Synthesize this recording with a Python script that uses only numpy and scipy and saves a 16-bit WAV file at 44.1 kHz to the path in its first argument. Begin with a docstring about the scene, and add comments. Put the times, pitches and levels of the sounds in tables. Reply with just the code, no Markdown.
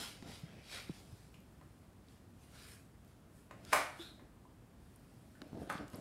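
"""Damp fur swishes as a child strokes and turns a plush toy over a plastic toy bathtub.
Fibres slip, crackle faintly and squeak once. The hard plastic knocks, once loudly and several
times lightly; the tub's shell rings and the living room answers. Fingers shift on the
hand-held camera with rubs, soft thumps and ticks, over a low room noise."""
import sys
import numpy as np
from scipy import signal
from scipy.fft import rfft, irfft
from scipy.io import wavfile
from scipy.ndimage import uniform_filter1d

SR = 44100
rng = np.random.default_rng(int(sys.argv[2]) if len(sys.argv) > 2 else 0)


def output_pcm(signal):
    """Save a mono or channel-first signal as 16-bit PCM at the path in sys.argv[1].

    Samples are clipped to [-1, 1] before scaling.
    """
    pcm = np.clip(np.atleast_2d(signal).T, -1, 1) * 32767
    wavfile.write(sys.argv[1], SR, np.round(pcm).astype(np.int16))


N = 264908
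T = np.arange(N) / SR
FRAMES = dict(nperseg=512, noverlap=384)

# fur strokes: t/s, hold/s, level/dB, fibre-tip fizz/dB re level, hollow-hand resonance f/Hz, its gain/dB
STROKES = [(0.0, 0.042, -49.5, -5.5, 3270, 2.5), (0.295, 0.025, -56.5, -11.5, 2180, 1),
           (0.343, 0.01, -63.5, -2, 4570, 5.5), (0.473, 0.13, -68.5, -18, 2060, 6),
           (0.731, 0.04, -50.5, -9, 2630, 3.5), (0.946, 0.043, -66.5, -2, 4360, 3.5),
           (1.074, 0.18, -73, -2, 2500, -1.5), (1.337, 0.51, -84.5, 1, 1400, 8),
           (2.117, 0.0092, -71, -5, 3500, -1.5), (2.431, 0.01, -72, 0.5, 4430, -0.5),
           (2.557, 0.084, -64, -3.5, 1670, 1.5), (2.679, 0.042, -66.5, 5, 1730, 10),
           (3.08, 0.022, -79.5, 1, 1560, 2), (3.368, 0.03, -81.5, 10, 1600, 9),
           (3.751, 0.048, -49.5, -7, 2700, 0), (4.013, 0.016, -62.5, -1.5, 1520, 6.5),
           (4.834, 0.59, -82, 3.5, 1560, 5), (5.45, 0.09, -73.5, -16, 1550, 2),
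           (5.615, 0.02, -72.5, 2, 1520, 13), (5.743, 0.01, -59, -15, 1400, 4),
           (5.933, 0.07, -71.5, 2.5, 1570, -5)]
STROKE_ATTACK_S, STROKE_RELEASE_S = 0.046, 0.068
# plastic knocks: t/s, level/dB, struck spot f/Hz, its prominence/dB, tilt/(dB/oct)
KNOCKS = [(1.343, -52.5, 2680, 11, 0.5), (1.613, -53.5, 1430, 4, -4.5), (3.510, -43.5, 1600, 3.5, -3),
          (3.7313, -16.5, 1220, 2.5, -1), (3.7621, -25, 1280, 12.5, -1.5), (4.195, -53, 1820, 7.5, -4),
          (4.453, -57, 1010, 24, -8), (5.353, -56.5, 1560, 22, -1), (5.695, -45, 825, 22, 1.5),
          (5.6998, -28, 1345, 13, -3), (5.72, -38.5, 1110, 22, -7), (5.933, -46, 1410, 4, -2)]


def amp(db):
    """Decibels to gain."""
    return 10 ** (np.asarray(db) / 20)


def unit(x):
    """Scale to rms 1."""
    return x / np.sqrt(np.mean(x ** 2) + 1e-20)


def read(points, hz):
    """Interpolate a curve over log frequency."""
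    f, value = np.transpose(points)
    return np.interp(np.log(hz + 1), np.log(f + 1), value)


def hump(hz, centre_hz, width_oct):
    """Bell of height 1 over log frequency."""
    return np.exp(-.5 * (np.log2((hz + 1) / centre_hz) / width_oct) ** 2)


def add(mix, at_s, sound):
    """Mix a sound in place."""
    part = mix[max(round(at_s * SR), 0):][:len(sound)]
    part += sound[:len(part)]


def colour(x, points):
    """Filter by an (f/Hz, gain/dB) curve; rms 1."""
    return unit(irfft(rfft(x) * amp(read(points, np.fft.rfftfreq(N, 1 / SR))), N))


def click(shape_db, size=4096):
    """Minimum-phase pulse with spectrum shape_db(hz); peak 1."""
    log_gain = np.log(amp(shape_db(abs(np.fft.fftfreq(size, 1 / SR)))) + 1e-5)
    pulse = np.fft.ifft(np.exp(np.conj(signal.hilbert(log_gain)))).real[:size // 2]
    return pulse / abs(pulse).max()


def slips(per_s, spread_db):
    """Random train of tiny slips of uneven size."""
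    size = amp(spread_db * np.minimum(rng.exponential(1, N), 4))
    return unit(size * rng.standard_normal(N) * (rng.random(N) < per_s / SR))


def gesture(t, at_s, hold_s, attack_s, release_s):
    """Envelope: swell to 1 at at_s, hold, decay."""
    return np.exp(np.minimum(t - at_s, 0) / attack_s - np.maximum(t - at_s - hold_s, 0) / release_s)


def bump(t, rise_s, decay_s):
    """Linear rise times exponential decay; peak 1 for equal times."""
    return t / rise_s * np.exp(1 - t / decay_s)


def room_noise(level_db=-60.24):
    """Steady low noise of the room."""
    spectrum = [(20, -68.5), (31, -19.5), (48, 0), (105, 0), (160, -3), (240, -5.5), (330, -10),
                (520, -17.5), (800, -19.5), (1300, -22.5), (2200, -29), (6200, -36.5), (9000, -34.5),
                (15500, -41)]  # f/Hz, level/dB
    return amp(level_db) * colour(rng.standard_normal(N), spectrum)


def room(x, tail_db, build_s=0.0026):
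    """Direct sound plus dense reflections; each band decays at its own rate."""
    decay_times = [(100, 0.07), (300, 0.43), (700, 0.56), (1500, 0.48), (3000, 0.45), (6000, 0.32),
                   (10000, 0.37), (15000, 0.24)]  # f/Hz, t60/s
    t = np.arange(SR) / SR
    hz, frame_s, z = signal.stft(rng.standard_normal(SR), SR, **FRAMES)
    diffuse = z / (abs(z) + 1e-12)  # flat magnitude, random phase
    decay = amp(-60 * frame_s / read(decay_times, hz)[:, None])
    tail = signal.istft(diffuse * decay, SR, **FRAMES)[1][:SR]
    tail *= 1 - np.exp(-(t / build_s) ** 2)
    return x + amp(tail_db) * signal.fftconvolve(x, tail / np.linalg.norm(tail))[:N]


def fingers(grip_db=-71.5, scrape_db=-15, scrape_s=0.0021, slap_db=-3, slap_hz=720, slap_s=0.00064):
    """Rubs, thumps and ticks reach the microphone through the camera case; quick thumps also slap."""
    case_spectrum = [(25, -41), (60, -4.5), (130, -1), (280, 0), (420, -9), (680, -8), (1000, -25),
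                     (2000, -38), (5000, -41), (16000, -75)]  # f/Hz, level/dB
    slides = [(0.0, 0.014, -56.5), (0.255, 0.048, -51), (0.473, 0.13, -58), (0.995, 0.16, -65.5),
              (3.55, 0.24, -61.5), (4.085, 0.16, -66.5), (5.208, 0.1, -68.5), (5.441, 0.022, -55),
              (5.562, 0.069, -45), (5.668, 0.021, -55.5), (5.799, 0.025, -48), (5.954, 0.065, -49)]  # t/s, hold/s, level/dB
    thumps = [(0.226, -40.5, 237, 0.0011), (0.434, -38.5, 148, 0.0043), (0.8951, -34, 306, 0.0018),
              (0.898, -36.5, 161, 0.0043), (1.125, -43.5, 110, 0.0057), (1.385, -55.5, 192, 0.012),
              (3.993, -45, 338, 0.0095), (5.42, -40, 284, 0.0019), (5.4405, -56, 617, 0.0013),
              (5.530, -35.5, 240, 0.0016), (5.547, -37.5, 200, 0.0015), (5.753, -37, 177, 0.0025),
              (5.940, -38, 184, 0.0018)]  # t/s, level/dB, f/Hz, swell/s
    ticks = [(0.2247, -43.5, 2440, 1), (2.085, -55.5, 4200, 0.29), (3.6505, -42.5, 4700, 0.94),
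             (4.9607, -49.5, 10000, 0.32), (5.418, -37, 1560, 1), (5.6991, -37, 1980, 0.2),
             (5.7266, -39.5, 8000, 0.72), (5.78, -46, 3560, 0.31), (5.881, -45.5, 6500, 0.65),
             (5.901, -50, 7800, 0.87), (5.946, -46.5, 5020, 0.17), (5.958, -45, 11200, 0.2)]  # t/s, peak/dB, f/Hz, relative width
    rub_power = amp(grip_db) ** 2
    for at_s, hold_s, db in slides:
        rub_power += (amp(db) * gesture(T, at_s, hold_s, attack_s=0.027, release_s=0.036)) ** 2
    out = np.sqrt(rub_power) * colour(slips(per_s=1600, spread_db=0.5), case_spectrum)
    t = np.arange(SR // 8) / SR
    for at_s, db, hz, swell_s in thumps:
        add(out, at_s, amp(db) * bump(t, swell_s, swell_s) * np.sin(2 * np.pi * hz * t))
        add(out, at_s, amp(db + slap_db) * bump(t, swell_s, slap_s) * np.sin(2 * np.pi * slap_hz * t))
    for at_s, db, centre_hz, width in ticks:
        scrape = (t == 0) + amp(scrape_db) * rng.standard_normal(len(t)) * np.exp(-t / scrape_s)
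        tick = signal.fftconvolve(scrape, click(lambda hz: 45 * hump(hz, centre_hz, 2.04 * width)))
        add(out, at_s, amp(db) * tick / abs(tick).max())
    return out


def crackle(level_db=-87):
    """Clinging damp fibres part with tiny snaps during strokes."""
    snap_spectrum = [(100, -38), (3000, -9), (6500, -2), (9500, -13), (12500, 3), (16000, -6)]  # f/Hz, level/dB
    stroking = sum(gesture(T, at_s, hold_s, STROKE_ATTACK_S, STROKE_RELEASE_S)
                   for at_s, hold_s, *_ in STROKES)
    snaps = colour(slips(per_s=45, spread_db=4.0), snap_spectrum)
    return amp(level_db) * unit(np.minimum(stroking, 1)) * snaps


def squeak(at_s=3.999, level_db=-55, from_hz=3430, to_hz=3970, glide_s=0.0159, width_hz=480):
    """Damp fur sticks and slips in a narrow band that glides up as it fades."""
    hz = to_hz + (from_hz - to_hz) * np.exp(-np.maximum(T - at_s, 0) / glide_s)
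    lowpass = signal.butter(2, width_hz / 2, fs=SR, output="sos")
    wander = signal.sosfilt(lowpass, rng.standard_normal(N) + 1j * rng.standard_normal(N))
    band = unit((wander * np.exp(2j * np.pi * np.cumsum(hz) / SR)).real)
    return amp(level_db) * gesture(T, at_s, hold_s=0, attack_s=0.0062, release_s=0.043) * band


def fur(fizz_hz=7000, hand_oct=0.37, patchy_db=2.5, trim_db=-0.88):
    """Countless fibres slip at once; light fast strokes fizz more, and the hollow hand resonates."""
    fur_spectrum = [(240, -13), (400, -8.5), (650, -4), (1000, -8.5), (1350, -4), (1750, -5.5),
                    (2400, -4.5), (3400, -6), (5200, -5.5), (6300, -11), (9200, -9.5), (12000, -14.5),
                    (15500, -27)]  # f/Hz, level/dB
    friction = colour(slips(per_s=14000, spread_db=-0.5), fur_spectrum)
    hz, t, z = signal.stft(friction, SR, **FRAMES)
    power = (abs(z) ** 2).mean(1)
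    body_db = 10 * np.log10(power[(hz > 1800) & (hz < 7000)].sum() / power.sum())
    tips_db = 10 * np.log10(power[hz > 7500].sum() / power.sum())
    hz = hz[:, None]
    tip_shelf = 1 / (1 + (fizz_hz / (hz + 1)) ** 4)
    energy = np.zeros(z.shape)
    for at_s, hold_s, db, fizz_db, hand_hz, hand_db in STROKES:
        shelf_db = tip_shelf * (fizz_db + body_db - tips_db)
        tone = amp(db - body_db + shelf_db + hand_db * hump(hz, hand_hz, hand_oct))
        energy += (tone * gesture(t, at_s, hold_s, STROKE_ATTACK_S, STROKE_RELEASE_S)) ** 2
    patches = uniform_filter1d(rng.standard_normal(z.shape), size=3, axis=0)
    patches = unit(uniform_filter1d(patches, size=24, axis=1))
    gain = np.sqrt(energy) * amp(trim_db + patchy_db * patches)
    return signal.istft(z * gain, SR, **FRAMES)[1][:N]


def knock_pulses(full_rattle_db=-14, rattle_db_per_db=0.9):
    """A knock is one blow with a faint lead-in and a brief rattle; lighter knocks rattle less."""
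    rattle = [(-0.01, -22, 1.4), (-0.0052, -15, 2.9), (-0.0033, -6.5, 1.05), (-0.0012, -8.5, 2.24),
              (0.0026, -5, 1.5)]  # delay/s, level/dB re blow at full rattle, frequency ratio
    for at_s, db, spot_hz, spot_db, tilt_db_oct in KNOCKS:
        yield at_s, db, spot_hz, spot_db, tilt_db_oct
        rattle_db = db + rattle_db_per_db * (db - full_rattle_db)
        for delay_s, pulse_db, ratio in rattle:
            yield at_s + delay_s, rattle_db + pulse_db, spot_hz * ratio, spot_db, tilt_db_oct


def spot_gain_db(hz, spot_hz, spot_db, tilt_db_oct):
    """The struck spot favours its own pitch and tilts the spectrum."""
    return spot_db * (hump(hz, spot_hz, width_oct=0.2) - 1) + tilt_db_oct * np.log2((hz + 100) / spot_hz)


def tub_knocks(chatter_db=-8.5, chatter_s=0.0031, chatter_hz=4500, flex_db=-9, flex_s=0.00029,
               boom_db=-8.5, boom_hz=370, boom_s=0.0015, ring_db=-21.0):
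    """The struck wall cracks, chatters and flexes; the whole tub booms and its shell rings on."""
    blow_spectrum = [(60, -85.5), (150, -7.5), (250, -1.5), (420, -1.5), (580, 0.5), (1200, -7.5),
                     (1750, -4), (2300, -7), (3300, -17), (5500, -25), (8000, -24), (10500, -25.5),
                     (13000, -29), (16000, -37)]  # f/Hz, level/dB
    shell_modes = [(543, 2, 0.31), (606, 4.5, 0.32), (737, 0.5, 0.37), (780, 2, 0.28), (936, -33.5, 0.11),
                   (1005, 17, 0.057), (1065, 6.5, 0.33), (1220, 9, 0.17), (1325, 0, 0.24),
                   (1600, 6.5, 0.045), (1794, -4, 0.067), (2127, -1, 0.48), (2230, -33, .35)]  # f/Hz, level/dB, t60/s
    impacts, ring = np.zeros(N), np.zeros(N)
    t = np.arange(SR // 2) / SR
    highpass = signal.butter(2, chatter_hz, "high", fs=SR, output="sos")
    for at_s, db, *spot in knock_pulses():
        chatter = signal.sosfilt(highpass, rng.standard_normal(len(t)))
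        force = (t == 0) + amp(chatter_db) * chatter * np.exp(-(t / chatter_s) ** 2 / 2)
        crack = click(lambda hz: read(blow_spectrum, hz) + spot_gain_db(hz, *spot))
        add(impacts, at_s, amp(db) * signal.fftconvolve(force, crack))
        spot_hz = spot[0]
        flex = bump(t, flex_s, flex_s) * np.cos(2 * np.pi * spot_hz * t)
        add(impacts, at_s, amp(db + flex_db) * flex)
    boom = bump(t, boom_s, boom_s) * np.sin(2 * np.pi * boom_hz * t)
    for at_s, db, *spot in KNOCKS:
        add(impacts, at_s, amp(db + boom_db + spot_gain_db(boom_hz, *spot)) * boom)
        for hz, mode_db, t60_s in shell_modes:
            envelope = amp(db + ring_db + mode_db + spot_gain_db(hz, *spot) - 60 * t / t60_s)
            add(ring, at_s, envelope * np.sin(2 * np.pi * (hz * t + rng.random())))
    return room(impacts, tail_db=0.95) + ring


def scene():
    """Fur, plastic and fingers over room noise; mono."""
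    mix = room_noise()
    mix += room(fur() + crackle(), tail_db=-11.0)
    mix += tub_knocks()
    mix += room(squeak(), tail_db=2.5)
    mix += fingers()
    return mix[None]


def record(dry):
    """Low-pass band limit."""
    cutoff_hz = 15800
    lowpass = signal.firwin(511, cutoff_hz, window=("kaiser", 9), fs=SR)
    return signal.oaconvolve(dry, lowpass[None], "same")


dry = scene()
out = record(dry)
output_pcm(out)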